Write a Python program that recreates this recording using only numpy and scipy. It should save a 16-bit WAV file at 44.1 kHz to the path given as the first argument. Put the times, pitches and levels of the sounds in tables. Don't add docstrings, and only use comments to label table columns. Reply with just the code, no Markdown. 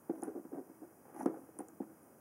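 import sys
import numpy as np
from scipy import signal
from scipy.fft import rfft, irfft
from scipy.io import wavfile
from scipy.ndimage import uniform_filter1d

SR = 44100
rng = np.random.default_rng(int(sys.argv[2]) if len(sys.argv) > 2 else 0)


def dump_mix(stems):
    frames = np.atleast_2d(stems).T
    limited = np.clip(frames, -1, 1)
    pcm = np.round(limited * 32767).astype(np.int16)
    wavfile.write(sys.argv[1], SR, pcm)


def invert_db(x):
    u = np.asarray(x, float) / 20
    return 10 ** u


N = 97284

# start_s, peak_db, brightness_db_per_octave, lid_db, after_ring_db
TAPS = [(.095, -24.5, 1, 0, -14.5), (.154, -53.5, 20, 11, -4), (0.226, -29, 0.5, 8, -7),
        (0.277, -31, 2, 0, -17), (.304, -59, 3, 17, -9), (.396, -58, 18.5, 3, -14),
        (0.449, -40, 1.5, -6, -12.5), (0.696, -43.5, 2.5, -5, -16), (0.714, -51, 3.5, 7, -11),
        (0.801, -55, -7, -20, -13), (0.817, -42.5, -8, 4, -14), (1.144, -55, 15, -6, -14),
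        (1.162, -43, 13.5, 4.5, -18), (1.206, -37, 2, 22, -1.5), (1.2582, -17, 5, -4, -21),
        (1.272, -66, 7, -3, -19), (1.341, -43, 12, 19, -18), (1.487, -46, 7, -7, -18),
        (1.567, -48.5, 2.5, 6.5, -18), (1.59, -35.5, 8, -5, -13.5), (1.6034, -32, 0, 12.5, -18),
        (1.685, -48.5, 3.5, -3, -8), (1.727, -51.5, -6, -20, -7.5), (1.8022, -29.5, -4.5, 11, -11.5),
        (1.816, -53.5, 10, 15, -3.5), (1.829, -41.5, 5, -8, -29), (1.898, -50.5, -6, 5, 0.5),
        (1.973, -61, 8, -31, -6)]
# start_s, length_s, rumble_db, brightness_db_per_octave, skin_hiss_db
SLIDES = [(0.108, 0.24, -58, -1, -73), (0.234, 0.045, -65.5, 13.5, -73), (0.267, 0.029, -54.5, 5, -72),
          (0.342, 0.061, -53.5, -3, -80), (0.523, 0.089, -51.5, -1, -82), (0.625, 0.06, -67, -4, -96),
          (0.816, 0.047, -58.5, -1, -82), (1.036, 0.27, -66, 7, -80), (1.134, 0.067, -62.5, 11, -73),
          (1.189, 0.053, -57.5, 11, -68), (1.277, 0.2, -61, 1.5, -76.5), (1.335, 0.055, -59.5, 3, -84),
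          (1.597, 0.025, -57.5, 5, -70), (1.828, 0.015, -67, 12, -88), (1.153, 0.1, -57.5, 6.5, -63.5)]
# start_s, peak_db,
# tilt_db_per_octave, ring_hz, body_db
TICKS = [(0.095, -58.5, 3, 9900, -8), (0.221, -43, 0, 6520, -4), (0.234, -32, -4.5, 10380, -3),
         (1.1444, -52, 1, 10900, 4), (1.163, -55, -18, 10400, -4), (1.2591, -38, -22, 10250, 10),
         (1.3417, -57.5, 4, 10550, -6), (1.5882, -33.5, -8, 9550, -4), (1.594, -51.5, -6, 10000, 8),
         (1.604, -50, 13, 10000, -1), (0.239, -52, 0, 10300, -4), (0.251, -51, 5, 10700, -5),
         (1.221, -54, -18, 6500, -13), (1.23, -51.5, -16, 5880, -8), (1.684, -42.5, 5, 7000, -2),
         (2.03, -55.5, -1, 9330, -9)]
# start_s, peak_db, panel_hz, length_s
CATCHES = [(0.103, -33, 356, 0.015), (0.269, -44, 485, 0.015), (.286, -34.5, 384, 0.0089),
           (0.298, -42, 410, 0.0063), (.35, -38.5, 360, 0.0081), (.357, -36.5, 316, .011),
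           (0.366, -36.5, 357, 0.0066), (0.372, -39, 347, 0.012), (0.394, -40.5, 297, 0.0082),
           (0.518, -41.5, 432, 0.0094), (0.527, -36, 295.5, 0.017), (.536, -38, 340, 0.011),
           (.547, -37.5, 256, 0.0074), (.556, -42.5, 313, 0.014), (.563, -45, 261, 0.004),
           (.574, -39, 288, 0.01), (.582, -37, 380, 0.0094), (.592, -36, 333, 0.0054),
           (0.6, -41, 330, 0.0044), (0.608, -41.5, 304, 0.0098), (.825, -44, 309.5, 0.019),
           (1.146, -46, 320, .009), (1.163, -48, 306, 0.019), (1.164, -45, 799, 0.02),
           (1.195, -38, 307, 0.0093), (1.208, -32.5, 809, 0.011), (1.212, -47, 303, 0.013),
           (1.227, -36, 285, 0.013), (1.243, -40.5, 332, .009), (1.268, -34.5, 426, 0.017),
           (1.285, -28, 325, 0.0034), (1.294, -37.5, 332, 0.01), (1.312, -41.5, 405, 0.014),
           (1.336, -46.5, 400, 0.004), (1.369, -43, 440, 0.0062)]
# pitch_hz, level_db, fade_by_60_db_s
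BOX = [(175, -16, 0.085), (207.8, -18, 0.15), (276.7, 7, 0.076), (320.4, 3.5, 0.26), (397, -11.5, 0.079),
       (481.2, -6, 0.22), (760, -32, 0.03), (795, -8.5, 0.034), (1044, -12, 0.016), (1184, -22.5, 0.019),
       (1474, -32.5, 0.03), (1620, -48, 0.016), (2400, -76.5, 0.09), (3100, -55, 0.005)]
# pitch_hz, level_db_per_hz
RATTLE = [(120, -54), (200, 22.5), (320, -12), (500, -15), (800, 0.5), (1500, -6.5), (2500, -23.5),
          (5000, -76.5)]
# pitch_hz, level_db_per_hz
RUSTLE = [(300, -32), (550, 13.5), (850, 2), (1100, -3), (1600, -6.5), (2100, -16.5), (2800, -29),
          (4500, -87.5)]
# pitch_hz, level_db_per_hz
SKIN = [(4000, -45), (5000, -16), (6300, -7), (8200, -14), (10300, 0), (11600, -5), (13000, -18),
        (16000, -36)]
# pitch_hz, level_db_per_hz
LATCH = [(3800, -45), (4900, -16), (7000, -8), (9700, 0), (12500, -8), (15000, -16), (16500, -24)]
# pitch_hz, level_db_per_hz
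LATCH_BODY = [(1300, -38), (2150, -12), (2500, -37), (3200, -24.5), (4200, -60), (6000, -66)]
# pitch_hz, level_db_per_hz
HUM = [(20, -12), (59, -20.5), (134, -7), (300, -3.5), (600, -9), (1380, -17), (2500, -25.5), (4500, -54.5)]
# pitch_hz, level_db_per_hz
HISS = [(3500, -25), (4600, -6), (5000, -0.5), (7000, 3), (9000, 4.5), (10500, 6), (13500, 5), (15700, 5.5)]
# pitch_hz, fade_by_60_db_s
ROOM = [(200, 0.23), (500, 0.36), (1500, 0.36), (8000, 0.097)]
NOTCH_HZ = [1750, 2050, 2370, 2760, 3700, 4550, 5420, 6400, 7430, 8000, 11720, 14720]
# width_hz, depth_0_to_1
NOTCHES = [(80, 0.39), (78.6, 0.68), (93, 1), (134, 1), (320, 0.39), (193, 1), (183, 0.8), (143, 0.7),
           (252, 0.99), (159, 1), (140, 0.3), (194, 1)]

HUM_DB, HISS_DB, ROOM_DB = -63, -68, -14.5
MAINS_HZ, MAINS_DB = 91, -83
RING_SAMPLES = 9000
RISE_CYCLES, LAG_TURNS = 0.86, 0.24
SPOT_DB = 2.2
LID_HZ, LID_WIDTH_HZ = 800, 130
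THUMP_S = 0.011
RATTLE_DB, RATTLE_FADE_S = -6, 0.11
BUMPS_PER_S, BUMP_DB = 760, 7.5
SLIDE_AFTER_DB, RUSTLE_DB = -19, -4.5
SLIDE_LID_DB = 0.6
CATCH_RISE, CATCH_LID_HZ, CATCH_LID_DB = 0.58, 733, -15.5
TICK_RISE_S, TICK_FADE_S = 0.00105, 0.0052
TICK_TAIL_DB, TICK_TAIL_FADE_S = -24, 0.03
CHIRP_DB, CHIRP_WIDTH_HZ = 12, 650
LATCH_BODY_DB, PING_DB = -18, -1.5


def evened(x):
    return x / np.sqrt(np.mean(x ** 2) + 1e-20)


def read(points, hz):
    f, value = np.transpose(points)
    return np.interp(np.log(hz + 1), np.log(f + 1), value)


def add(mix, s, sound):
    part = mix[round(s * SR):][:len(sound)]
    part += sound[:len(part)]


def coloured(x, points, tilt_db=0, centre_hz=9000):
    hz = np.fft.rfftfreq(len(x), 1 / SR)
    level_db = read(points, hz) + tilt_db * np.log2((hz + 1) / centre_hz)
    gain = invert_db(level_db) * (hz > .8 * points[0][0])
    return evened(irfft(rfft(x) * gain, len(x)))


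def floor():
    waver = uniform_filter1d(uniform_filter1d(rng.standard_normal(N), 1500), 1500)
    waver_db = .8 * evened(waver)
    hum = invert_db(HUM_DB + waver_db) * coloured(rng.standard_normal(N), HUM)
    mains = np.sqrt(2) * np.sin(2 * np.pi * MAINS_HZ * np.arange(N) / SR)
    hiss = invert_db(HISS_DB) * coloured(rng.standard_normal(N), HISS)
    return hum + invert_db(MAINS_DB + waver_db) * mains + hiss


def kitchen(x):
    echoes = np.zeros(SR // 2)
    at = np.arange(300, len(echoes) - 20, 20)
    echoes[at + rng.integers(0, 20, len(at))] = rng.choice([-1., 1.], len(at))
    hz, t, bands = signal.stft(echoes, SR, nperseg=256)
    fade = invert_db(-60 * t / read(ROOM, hz)[:, None])
    tail = signal.istft(bands * fade, SR, nperseg=256)[1]
    return signal.fftconvolve(x, tail / np.linalg.norm(tail))[:N]


def ticks():
    out, noise = np.zeros(N), rng.standard_normal((len(TICKS), 2, 4096))
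    t, hz = np.arange(4096) / SR, np.fft.rfftfreq(4096, 1 / SR)
    rise = np.minimum(t / TICK_RISE_S, 1)
    after = np.maximum(t - TICK_RISE_S, 0)
    for (s, db, tilt_db, ring_hz, body_db), n in zip(TICKS, noise):
        chirp = 1 + invert_db(CHIRP_DB) / (1 + ((hz - ring_hz) / CHIRP_WIDTH_HZ) ** 2)
        crackle = evened(irfft(rfft(coloured(n[0], LATCH, tilt_db)) * chirp))
        body = invert_db(LATCH_BODY_DB + body_db) * coloured(n[0], LATCH_BODY)
        ping = invert_db(PING_DB) * np.sin(2 * np.pi * ring_hz * t)
        tick = rise ** 0.43 * invert_db(-60 * after / TICK_FADE_S) * (crackle + body + ping)
        tail = rise * invert_db(TICK_TAIL_DB - 60 * after / TICK_TAIL_FADE_S) * coloured(n[1], SKIN)
        add(out, s, invert_db(db) * (tick + tail) / abs(tick).max())
    return out


def ring(bright_db, spot, noise, lid_db, after_db):
    t = np.arange(RING_SAMPLES) / SR
    hz, db, fade_s = np.transpose(BOX)[:, :, None]
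    hz = hz * (1 + .012 * spot[1][:, None])
    db = db + SPOT_DB * spot[0][:, None] + bright_db * np.log2(hz / 330)
    db = db + lid_db * (abs(hz - LID_HZ) < LID_WIDTH_HZ)
    build_up = 1 - np.exp(-t * hz / RISE_CYCLES)
    swing = np.sin(2 * np.pi * (hz * t - LAG_TURNS * np.log2(800 / hz)))
    notes = invert_db(db - 60 * t / fade_s) * build_up * swing
    sound = notes.sum(0) * (invert_db(after_db) + np.exp(-(t / THUMP_S) ** 3))
    sound = sound / abs(sound).max()
    rattle_level = np.minimum(t / 0.0021, 1) * invert_db(RATTLE_DB + after_db - 60 * t / RATTLE_FADE_S)
    return sound + rattle_level * coloured(noise, RATTLE, bright_db, 330)


def slides():
    out, count = np.zeros(N), len(SLIDES)
    spots = rng.standard_normal((count, 3, 2, len(BOX)))
    draws = rng.random((count, 4, RING_SAMPLES))
    noise = rng.standard_normal((count, 5, RING_SAMPLES))
    for (s, length, db, bright_db, hiss_db), spot, draw, n in zip(SLIDES, spots, draws, noise):
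        chance, sign, size, place = draw
        u = np.clip(np.arange(RING_SAMPLES) / SR / length, 0, 1)
        stroke = np.minimum(u / .06, 1) * (1 - u ** 5.0)
        bumps = (chance < BUMPS_PER_S / SR) * np.sign(sign - .5)
        bumps = bumps * invert_db(-BUMP_DB * np.log(size + 0.032)) * stroke
        rumble = np.zeros(2 * RING_SAMPLES - 1)
        for k in range(3):
            answer = ring(bright_db, spot[k], n[k], SLIDE_LID_DB * bright_db, SLIDE_AFTER_DB)
            rumble += signal.fftconvolve(bumps * (place * 3 // 1 == k), answer)
        add(out, s, invert_db(db) * rumble / np.sqrt((rumble ** 2).sum() / (length * SR)))
        grain = invert_db(3 * evened(uniform_filter1d(uniform_filter1d(n[4], 60), 60)))
        rustle = stroke * grain * coloured(n[3][::-1], RUSTLE, bright_db, 850)
        add(out, s, invert_db(db + RUSTLE_DB) * rustle)
        skin_hiss = np.sin(np.pi * u ** 1.3) ** .6 * grain * coloured(n[3], SKIN)
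        add(out, s, invert_db(hiss_db) * skin_hiss)
    return out


def catches():
    out = np.zeros(N)
    for s, db, hz, length in CATCHES:
        t = np.arange(0, 1.186 * length, 1 / SR)
        panel = np.sin(2 * np.pi * hz * t)
        lid = invert_db(CATCH_LID_DB) * np.sin(2 * np.pi * CATCH_LID_HZ * t)
        swell = np.sin(np.pi * (t / t[-1]) ** CATCH_RISE) ** 2
        add(out, s, invert_db(db) * swell * (panel + lid))
    return out


def taps():
    out, count = np.zeros(N), len(TAPS)
    spots = rng.standard_normal((count, 2, len(BOX)))
    noise = rng.standard_normal((count, RING_SAMPLES))
    for (s, db, bright_db, lid_db, after_db), spot, n in zip(TAPS, spots, noise):
        add(out, s, invert_db(db) * ring(bright_db, spot, n, lid_db, after_db))
    return out


def scene():
    no_bass = signal.butter(6, 165, "high", fs=SR, output="sos")
    case = signal.sosfilt(no_bass, taps() + catches() + slides() + ticks())
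    return (case + invert_db(ROOM_DB) * kitchen(case) + floor())[None]


def roll_off(x):
    return signal.sosfilt(signal.butter(12, 16470, fs=SR, output="sos"), x)


def record(dry):
    hz = np.fft.rfftfreq(N, 1 / SR)
    gain = np.where(hz < 15780, 1, invert_db(-46.0))
    for notch_hz, (width, depth) in zip(NOTCH_HZ, NOTCHES):
        gain = gain * (1 - np.clip(depth, 0, 1) / (1 + 1j * (hz - notch_hz) / width))
    gain = gain / (1 + (75 / (hz + 1)) ** 7.4) ** .5
    return roll_off(irfft(rfft(dry) * gain, N))


dry = scene()
out = record(dry)
dump_mix(out)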